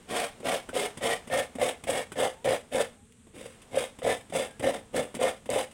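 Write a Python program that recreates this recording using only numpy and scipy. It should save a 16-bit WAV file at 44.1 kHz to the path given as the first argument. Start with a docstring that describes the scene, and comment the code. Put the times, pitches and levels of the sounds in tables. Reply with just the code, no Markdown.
"""Half a coconut is rasped by hand over a toothed blade in a quiet yard, about three strokes a second.
Over faint noise and rubbing, each pull tears fibres, judders the hollow shell and thuds the bench.
The teeth touch the meat between pulls and the shell knocks home; now and then the rim clacks or a tooth
bites with a crack. From 2.3 s come a few thin, far calls. Near 3 s the hand pauses to shift its grip,
then grates on, and a tooth pings in the last stroke. Nearby walls give the work a short tail."""
import sys
import numpy as np
from scipy import signal
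from scipy.fft import rfft, irfft
from scipy.io import wavfile
from scipy.ndimage import uniform_filter1d

SR = 44100
rng = np.random.default_rng(int(sys.argv[2]) if len(sys.argv) > 2 else 0)


def put_to_file(sound):
    """Save the sound as 16-bit audio at rate SR, in the file named by the first command-line argument."""
    columns = np.atleast_2d(sound).T  # one column per channel
    safe = np.clip(columns, -1, 1)
    whole_steps = np.round(safe * 32767)
    wavfile.write(sys.argv[1], SR, whole_steps.astype(np.int16))


N = 253045

# spectrum of tearing meat: f/Hz, level/dB
TEAR_SPECTRUM = [(350, -27), (750, -17), (1030, -2), (1130, -4), (1400, -2), (1680, -5.5), (1950, 5),
                 (2400, 1), (3550, 2), (4150, -10.5), (6400, -8.5), (8600, -7.5), (10300, -8), (11800, -31),
                 (15800, -18.5)]
# ring of the steel teeth: f/Hz, width/Hz, level/dB
TEETH_MODES = [(4790, 190, 7), (8170, 1120, 15.5), (9000, 130, -6), (9630, 130, -2.5)]
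# low modes of the shell in the hands: f/Hz, width/Hz, level/dB
SHELL_MODES = [(467.5, 11, -0.5), (575.3, 41, -8.5), (676, 43, -6.5), (718, 30, -13), (770, 12, -42),
               (977, 13.5, -8.5), (1185, 26, -3)]
# boards of the bench under the blade: f/Hz, width/Hz, level/dB
BOARD_MODES = [(167, 9, -5), (227, 37, 2), (259, 36, 5.5), (347, 17, 0)]
# legs of the bench on the ground: f/Hz, width/Hz, level/dB
LEG_MODES = [(101.5, 7.2, -26.5), (127.3, 77, -3.5)]


def from_db(db):
    """Decibels to gain."""
    return 10 ** (np.asarray(db) / 20)


def unit_rms(x):
    """Scale to unit power."""
    return x / np.sqrt(np.mean(x ** 2) + 1e-20)


def at_peak(x, db):
    """Scale to a peak level."""
    return from_db(db) * x / np.abs(x).max()


def steady(x, span_s):
    """Even out the slow swells of a random signal, keeping its fine grain."""
    power = uniform_filter1d(x ** 2, max(int(span_s * SR), 8))
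    return x / np.sqrt(np.abs(power) + 1e-12)


def wander(size, per_s, spread_db):
    """A gain that glides between random levels."""
    knots = rng.standard_normal(256)
    return from_db(spread_db * np.interp(np.arange(size) * per_s / SR, np.arange(len(knots)), knots))


def add(track, start_s, sound):
    """Mix a sound in at a time."""
    at = max(int(start_s * SR), 0)
    track[at:at + len(sound)] += sound[:max(len(track) - at, 0)]


def band(x, low_hz, high_hz):
    """Keep the range between two frequencies."""
    return signal.sosfilt(signal.butter(2, [low_hz, high_hz], "band", fs=SR, output="sos"), x)


def soften(x, hz):
    """Low-pass: a contact cushioned by the meat carries little treble."""
    return signal.sosfilt(signal.butter(2, hz, fs=SR, output="sos"), x)


def resonate(x, modes):
    """Parallel resonators, one for each row of f/Hz, width/Hz, level/dB."""
    out = 0
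    for hz, width, db in modes:
        radius = np.exp(-np.pi * width / SR)
        feedback = [1, -2 * radius * np.cos(2 * np.pi * hz / SR), radius ** 2]
        ring = signal.lfilter([1, 0, -1], feedback, x + 1e-18)
        out = out + from_db(db) * ring * (1 - radius ** 2) / 2
    return out


def colour(x, spectrum):
    """Minimum-phase filter with the given spectrum and unit power gain."""
    size = 4096
    hz, db = np.transpose(spectrum)
    bin_hz = np.arange(size // 2 + 1) * SR / size
    gain = from_db(np.interp(np.log(bin_hz + 1), np.log(hz), db))
    cepstrum = irfft(np.log(gain))
    cepstrum[1:size // 2] *= 2
    cepstrum[size // 2 + 1:] = 0
    response = irfft(np.exp(rfft(cepstrum)))
    return signal.fftconvolve(x, response / np.linalg.norm(response))[:len(x)]


def background_noise():
    """A quiet, steady bed of dark noise."""
    # colour of the background noise, with a deep dip near 670 Hz: f/Hz, level/dB
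    noise_spectrum = [(15, -30), (25, -13.5), (96, -4.5), (133, -11), (157, -9), (241, -4.5), (342, -29.5),
                      (449, -10), (672, -52), (1060, -30.5), (3390, -31.5), (5230, -42), (8490, -23.5),
                      (15800, -63)]
    return from_db(-57) * colour(rng.standard_normal(N), noise_spectrum)


def hand_rub():
    """Soft skin on husk makes a faint, smooth swish that rests in the pause."""
    # envelope of the rubbing: t/s, level/dB
    rub_levels = [(0, -57), (1.0, -53), (2.4, -60.5), (2.93, -58.5), (3.05, -75), (3.3, -68), (3.6, -58),
                  (4.55, -59.5), (5.74, -61.5)]
    # colour of skin on husk: f/Hz, level/dB
    skin_spectrum = [(200, 8.5), (500, 9), (900, 4.5), (1600, -0.5), (3400, -3.5), (4500, -10),
                     (9000, -8.5), (13000, -22)]
    envelope = from_db(np.interp(np.arange(N) / SR, *np.transpose(rub_levels)))
    return envelope * colour(rng.standard_normal(N), skin_spectrum)


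def pressure(t, bite_s, pull_s, release_db_per_s):
    """Force of a pull in dB: it swells as the teeth sink in, holds, then dies as the hand lets up."""
    depth_db = 13.5
    return -depth_db * np.maximum(1 - t / bite_s, 0) ** 2 - release_db_per_s * np.maximum(t - pull_s, 0)


def slips(size, per_s, jitter, spread_db):
    """Stick and slip: an uneven train of jolts."""
    gap, strength = rng.standard_normal((256, 2)).T
    at = (np.cumsum(np.exp(jitter * gap)) * SR / per_s).astype(int)
    train = np.zeros(size)
    train[at[at < size]] = from_db(spread_db * strength[at < size])
    return train


def fibres(size, per_s, spread_db):
    """Snapping fibres: random clicks of uneven strength."""
    strength = from_db(spread_db * np.minimum(rng.exponential(1, size), 4))
    snapped = rng.random(size) < per_s / SR
    return unit_rms(snapped * strength * rng.choice([-1, 1], size))


def cupped(x, reflect_db, count=6):
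    """Hands, shell and bowl throw back short reflections, which differ with each stroke."""
    out = x.copy()
    for delay_s, polarity in zip(rng.uniform(.0006, .006, count), rng.choice([-1, 1], count)):
        add(out, delay_s, from_db(reflect_db) * polarity * x)
    return out


def tearing(snaps, wall_hz, wall_db, edge_db):
    """The rasp of torn meat: snapping fibres ring the shell wall, the steel and the shell's edge."""
    # bending modes of the shell wall: multiple of wall pitch, width/Hz, level/dB
    wall_ratios = [(1.004, 68, 17), (1.178, 129, 6.5), (1.53, 121, -25), (1.87, 222, -73)]
    # midrange rasp near the edge of the shell: f/Hz, width/Hz, level/dB
    edge_modes = [(1110, 53, -4.5), (1450, 900, -8.5)]
    size = len(snaps)
    wall_modes = [(ratio * wall_hz, width, db) for ratio, width, db in wall_ratios]
    # wall and teeth ring more or less as the point of contact travels
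    wall = unit_rms(resonate(snaps, wall_modes)) * wander(size, per_s=40.3, spread_db=6.5)
    steel = unit_rms(resonate(snaps, TEETH_MODES)) * wander(size, per_s=85, spread_db=-1.5)
    edge = unit_rms(resonate(snaps, edge_modes))
    meat = colour(snaps, TEAR_SPECTRUM)
    rasp = meat + from_db(wall_db) * wall + from_db(-8.5) * steel + from_db(edge_db) * edge
    rasp = steady(cupped(rasp, reflect_db=-15), span_s=0.014)
    return rasp * wander(size, per_s=123, spread_db=2.54)  # the meat is now firm, now soft


def shell_judder(force, hollow_hz, hollow_db):
    """The pull shakes the shell and the air in its hollow, which rings narrowly over the blade."""
    cupped_width_hz = 39
    modes = SHELL_MODES + [(hollow_hz, cupped_width_hz, hollow_db)]
    return steady(resonate(band(force, low_hz=492, high_hz=894), modes), span_s=0.015)


def bench_thud(force, lean_db):
    """The cushioned pull drives the boards; leaning on the bench brings out its legs."""
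    push = soften(force, hz=413)
    wood = resonate(push, BOARD_MODES) + from_db(lean_db) * resonate(push, LEG_MODES)
    return steady(wood, span_s=0.015)


def grating():
    """Pulls over the teeth: every slip jolts shell and bench and tears a bunch of fibres."""
    # one pull a row; the light one at 3.3 s is the shell being turned for a new grip:
    # t/s, bite/s, pull/s, release/(dB/s), tearing/dB, judder/dB, thud/dB,
    # hollow/Hz, hollow/dB, wall/Hz, wall/dB, edge rasp/dB, lean on the bench/dB
    strokes = [ (0.093, 0.073, 0.15, 288, -33.5, -31.5, -39, 495, -16, 1880, -7.5, 0.5, -25),
               (0.442, 0.03, 0.11, 306, -32.5, -29.5, -37.5, 550, -8, 1873, -10, 0.5, -24),
               (0.738, 0.024, 0.12, 334, -35, -32, -41, 416, 9, 1860, -18, -6.5, -15),
               (1.016, 0.054, 0.12, 333, -31, -29.5, -38.5, 514, -5, 1910, -3.5, -13, -5),
               (1.307, 0.035, 0.096, 325, -32.5, -26, -39, 535, 7.5, 1817, -2.5, -12, 7),
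               (1.590, 0.036, 0.1, 293, -34.5, -29.5, -38.5, 508, 3, 1796, -6, -20, -1),
               (1.871, 0.019, .130, 362, -34.5, -31, -39.5, 502, 6.5, 1850, -3.5, -23, 7),
               (2.163, .041, 0.1, 290, -34, -27, -38.5, 524, 6.5, 1795, -4.5, -11, 5),
               (2.447, 0.017, 0.088, 309, -34, -24.5, -36, 515, 14, 1822, -2.5, -13, 6.5),
               (2.722, 0.049, 0.089, 300, -33.5, -27.5, -38, 519, 7, 1790, -5, -16, 5),
               (3.338, 0.029, 0.12, 120, -51.5, -51.5, -47.5, 505, 24, 1620, -19, -22, 2),
               (3.724, 0.084, 0.11, 314, -36.5, -32.5, -41.5, 516, 12, 1820, -9, -14, 2),
               (4.037, 0.072, .083, 270, -31.5, -27, -37, 500, 6, 1780, -11, -14, 7.5),
               (4.328, 0.032, 0.089, 228, -36, -31, -38, 522, 3.5, 1840, -15, -26, -2),
               (4.624, 0.013, 0.061, 205, -36, -26.5, -32.5, 530, 13, 1800, -4.5, -8, -2.5),
               (4.734, .012, 0.012, 309, -41, -32.5, -40.5, 546, -3, 1820, -6, -26, -10),
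               (4.938, 0.043, 0.061, 226, -36, -27.5, -34, 505, 10, 1760, -4.5, -26, -3),
               (5.198, 0.037, 0.083, 278, -34, -27, -37.5, 526, 0.5, 1832, -5.5, -15, 2),
               (5.494, 0.029, 0.11, 271, -36.5, -29.5, -38, 535, 12, 1823, -10, -19, 3)]
    judder_follows, thud_follows = 1.107, 0.68  # dB per dB of pressure
    shove_s, settle_db_per_s = 0.028, 72  # the bench takes the first shove, then settles
    lead_s, catch_share, bunch_s = 0.02, 0.33, 0.0054
    out, t = np.zeros(N), np.arange(int(0.36 * SR)) / SR - lead_s
    for (start_s, bite_s, pull_s, release, tear_db, judder_db, thud_db,
         hollow_hz, hollow_db, wall_hz, wall_db, edge_db, lean_db) in strokes:
        contact = np.clip(1 + t / min(catch_share * bite_s, lead_s), 0, 1)  # the teeth take hold
        press_db = pressure(t, bite_s, pull_s, release)
        shove_db = thud_follows * pressure(t, shove_s, pull_s, release)
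        shove_db -= settle_db_per_s * np.maximum(t - shove_s, 0)
        jolts = slips(len(t), per_s=260, jitter=0.7, spread_db=5)
        # fibres snap hardest just after a slip
        bunches = unit_rms(signal.lfilter([1], [1, -np.exp(-1 / (bunch_s * SR))], jolts))
        snaps = unit_rms(fibres(len(t), per_s=13000, spread_db=2.4) * (1 + 0.5 * bunches))
        force = unit_rms(jolts) + 0.76 * snaps
        rasp = from_db(tear_db + press_db) * tearing(snaps, wall_hz, wall_db, edge_db)
        judder = shell_judder(force, hollow_hz, hollow_db)
        judder *= from_db(judder_db + judder_follows * press_db)
        thud = from_db(thud_db + shove_db) * bench_thud(force, lean_db)
        add(out, start_s - lead_s, contact * (rasp + judder + thud))
    return out


def touches():
    """Between strokes the teeth crush a few fibres and nudge the bench."""
    # light contacts with the meat: t/s, relative level/dB, thud balance/dB
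    contacts = [(0.4005, -39.5, 9.5), (0.6882, -31, 4), (0.972, -28.5, 1), (1.273, -33, 1),
                (1.552, -33, 9.5), (1.8368, -32, 2), (2.1183, -29, -1), (3.268, -50, 7.5),
                (3.617, -39, -22), (3.9866, -35, 1.5), (4.2976, -37, 1), (4.595, -29, 3.5),
                (5.1415, -33, 10), (5.1516, -28, -11), (5.1644, -34, 9), (5.457, -35.5, 4),
                (5.711, -39, -26)]
    out, t = np.zeros(N), np.arange(SR // 10) / SR
    press = (1 - np.exp(-t / 0.0013)) * np.exp(-t / 0.012)
    for start_s, db, thud_db in contacts:
        snaps = fibres(len(t), per_s=5000, spread_db=1)
        steel = from_db(-6) * unit_rms(resonate(snaps, TEETH_MODES))
        crunch = steady(colour(snaps, TEAR_SPECTRUM) + steel, span_s=0.0021)
        body = resonate(soften(snaps, hz=795), LEG_MODES + BOARD_MODES + SHELL_MODES[:2])
        thud = from_db(thud_db + 2.5) * steady(body, span_s=0.022)
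        add(out, start_s, from_db(db - 9.5) * press * (crunch + thud))
    return out


def shell_knocks():
    """A knock ticks on the teeth and rings the shell; the air in its hollow swells a few cycles later."""
    # the shell lands on the blade, knocks home or jumps a ridge of meat: t/s, peak level/dB
    knocks = [(0.43, -33.5), (0.453, -28), (0.543, -21), (0.73, -30.5), (0.753, -30), (0.763, -19.5),
              (1.011, -28), (1.035, -23.5), (1.051, -20), (1.3, -27.5), (1.33, -25), (1.398, -28),
              (1.553, -44), (1.585, -25), (1.614, -13), (1.87, -28), (1.892, -14.5), (2.157, -29),
              (2.222, -18), (2.446, -21), (2.475, -19), (2.724, -26.5), (2.747, -21), (2.802, -16.5),
              (3.41, -40.5), (3.457, -33.5), (3.744, -23.5), (3.771, -13), (4.019, -27.5), (4.049, -16.5),
              (4.066, -15.5), (4.093, -17.5), (4.324, -28), (4.351, -18.5), (4.395, -18.5), (4.607, -30),
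              (4.637, -27), (4.665, -15), (4.687, -15.5), (4.944, -20.5), (4.992, -18), (5.191, -26),
              (5.213, -16), (5.239, -14), (5.491, -19.5), (5.56, -15)]
    hollow_mode = [(526.2, 81, 0)]  # f/Hz, width/Hz, level/dB
    direct_db, tick_db = -10, -10
    tick_max_db = -34  # hard knocks sink into the meat and tick no louder
    out, t = np.zeros(N), np.arange(SR // 10) / SR
    for start_s, db in knocks:
        grit = rng.standard_normal(len(t))
        force = 0.082 * grit * np.exp(-t / 0.0079)
        force[0] += 1
        struck = resonate(band(force, low_hz=404, high_hz=880), SHELL_MODES + hollow_mode)
        ring = from_db(direct_db) * struck + resonate(struck, hollow_mode)
        tick = soften(colour(grit * np.exp(-t / 0.0051), TEAR_SPECTRUM), hz=3000)
        add(out, start_s, at_peak(ring, db) + at_peak(tick, min(db + tick_db, tick_max_db)))
    return out


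def impacts(events, modes, contact_s, grit, low_hz, high_hz):
    """Short gritty hits, each ringing the same modes."""
    out, t = np.zeros(N), np.arange(SR // 10) / SR
    for start_s, db in events:
        force = grit * rng.standard_normal(len(t)) * np.exp(-t / contact_s)
        force[0] += 1
        ring = resonate(band(force, low_hz, high_hz), modes)
        add(out, start_s, at_peak(ring, db))
    return out


def rim_clacks():
    """The hard rim of the shell clacks against the steel."""
    # hits of the rim: t/s, peak level/dB
    clacks = [(0.693, -29.5), (2.119, -35)]
    # ring of the rim: f/Hz, width/Hz, level/dB
    rim_modes = [(1390, 105, 4), (1523, 25, 9)]
    return impacts(clacks, rim_modes, contact_s=0.00044, grit=0.08, low_hz=300, high_hz=2170)


def tooth_bites():
    """A tooth bites in and a tight cluster of fibres gives way with a crack."""
    # cracks: t/s, peak level/dB
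    bites = [(1.8382, -24), (2.4435, -25), (3.0524, -48), (3.1215, -41.5), (3.5774, -58), (4.9492, -32),
             (5.1502, -23.5)]
    out, t = np.zeros(N), np.arange(SR // 30) / SR
    for start_s, db in bites:
        cluster = fibres(len(t), per_s=3900, spread_db=6) * np.exp(-t / 0.0062)
        crack = signal.lfilter([1, -0.7], [1], colour(cluster, TEAR_SPECTRUM))  # tilted bright
        add(out, start_s, at_peak(crack, db))
    return out


def far_calls():
    """Thin, far tones, perhaps poultry, that waver, swell and fade."""
    # calls: t/s, length/s, f/Hz, level/dB
    calls = [(2.335, 0.11, 895, -57), (2.95, .11, 850, -65), (4.43, 0.16, 1620, -56.5)]
    out = np.zeros(N)
    for start_s, length_s, hz, db in calls:
        size = int(length_s * SR)
        pitch_hz = hz * wander(size, per_s=40, spread_db=0.4)
        swell = np.sin(np.pi * np.arange(size) / size)
        add(out, start_s, from_db(db) * swell * np.sin(2 * np.pi * np.cumsum(pitch_hz) / SR))
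    return out


def tooth_ping():
    """A steel tooth catches and pings."""
    # the catch: t/s, peak level/dB
    pings = [(5.5024, -19.5)]
    return impacts(pings, TEETH_MODES, contact_s=0.0011, grit=0.5, low_hz=3000, high_hz=11800)


def yard(x, t60_s, tail_db):
    """The walls around add a faint, thin tail."""
    t = np.arange(SR // 2) / SR
    envelope = from_db(-60 * t / t60_s) * (1 - np.exp(-t / 0.0011))
    tail = band(rng.standard_normal(len(t)) * envelope, low_hz=700, high_hz=7000)
    return x + from_db(tail_db) * signal.fftconvolve(x, tail / np.linalg.norm(tail))[:N]


def scene():
    """Strokes, touches and knocks in the yard, over faint rubbing, dark noise and far calls; mono."""
    accents = rim_clacks() + tooth_ping()
    bed = hand_rub() + background_noise()
    work = grating() + touches() + shell_knocks() + tooth_bites() + accents
    return (yard(work, t60_s=0.25, tail_db=-18) + bed + far_calls())[None]


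def record(dry):
    """The loudest peaks are rounded and the top is cut steeply."""
    ceiling, cutoff_hz = 0.24, 15850
    rounded = ceiling * np.tanh(dry / ceiling)
    return signal.sosfilt(signal.ellip(10, 0.1, 80, cutoff_hz, fs=SR, output="sos"), rounded)


dry = scene()
out = record(dry)
put_to_file(out)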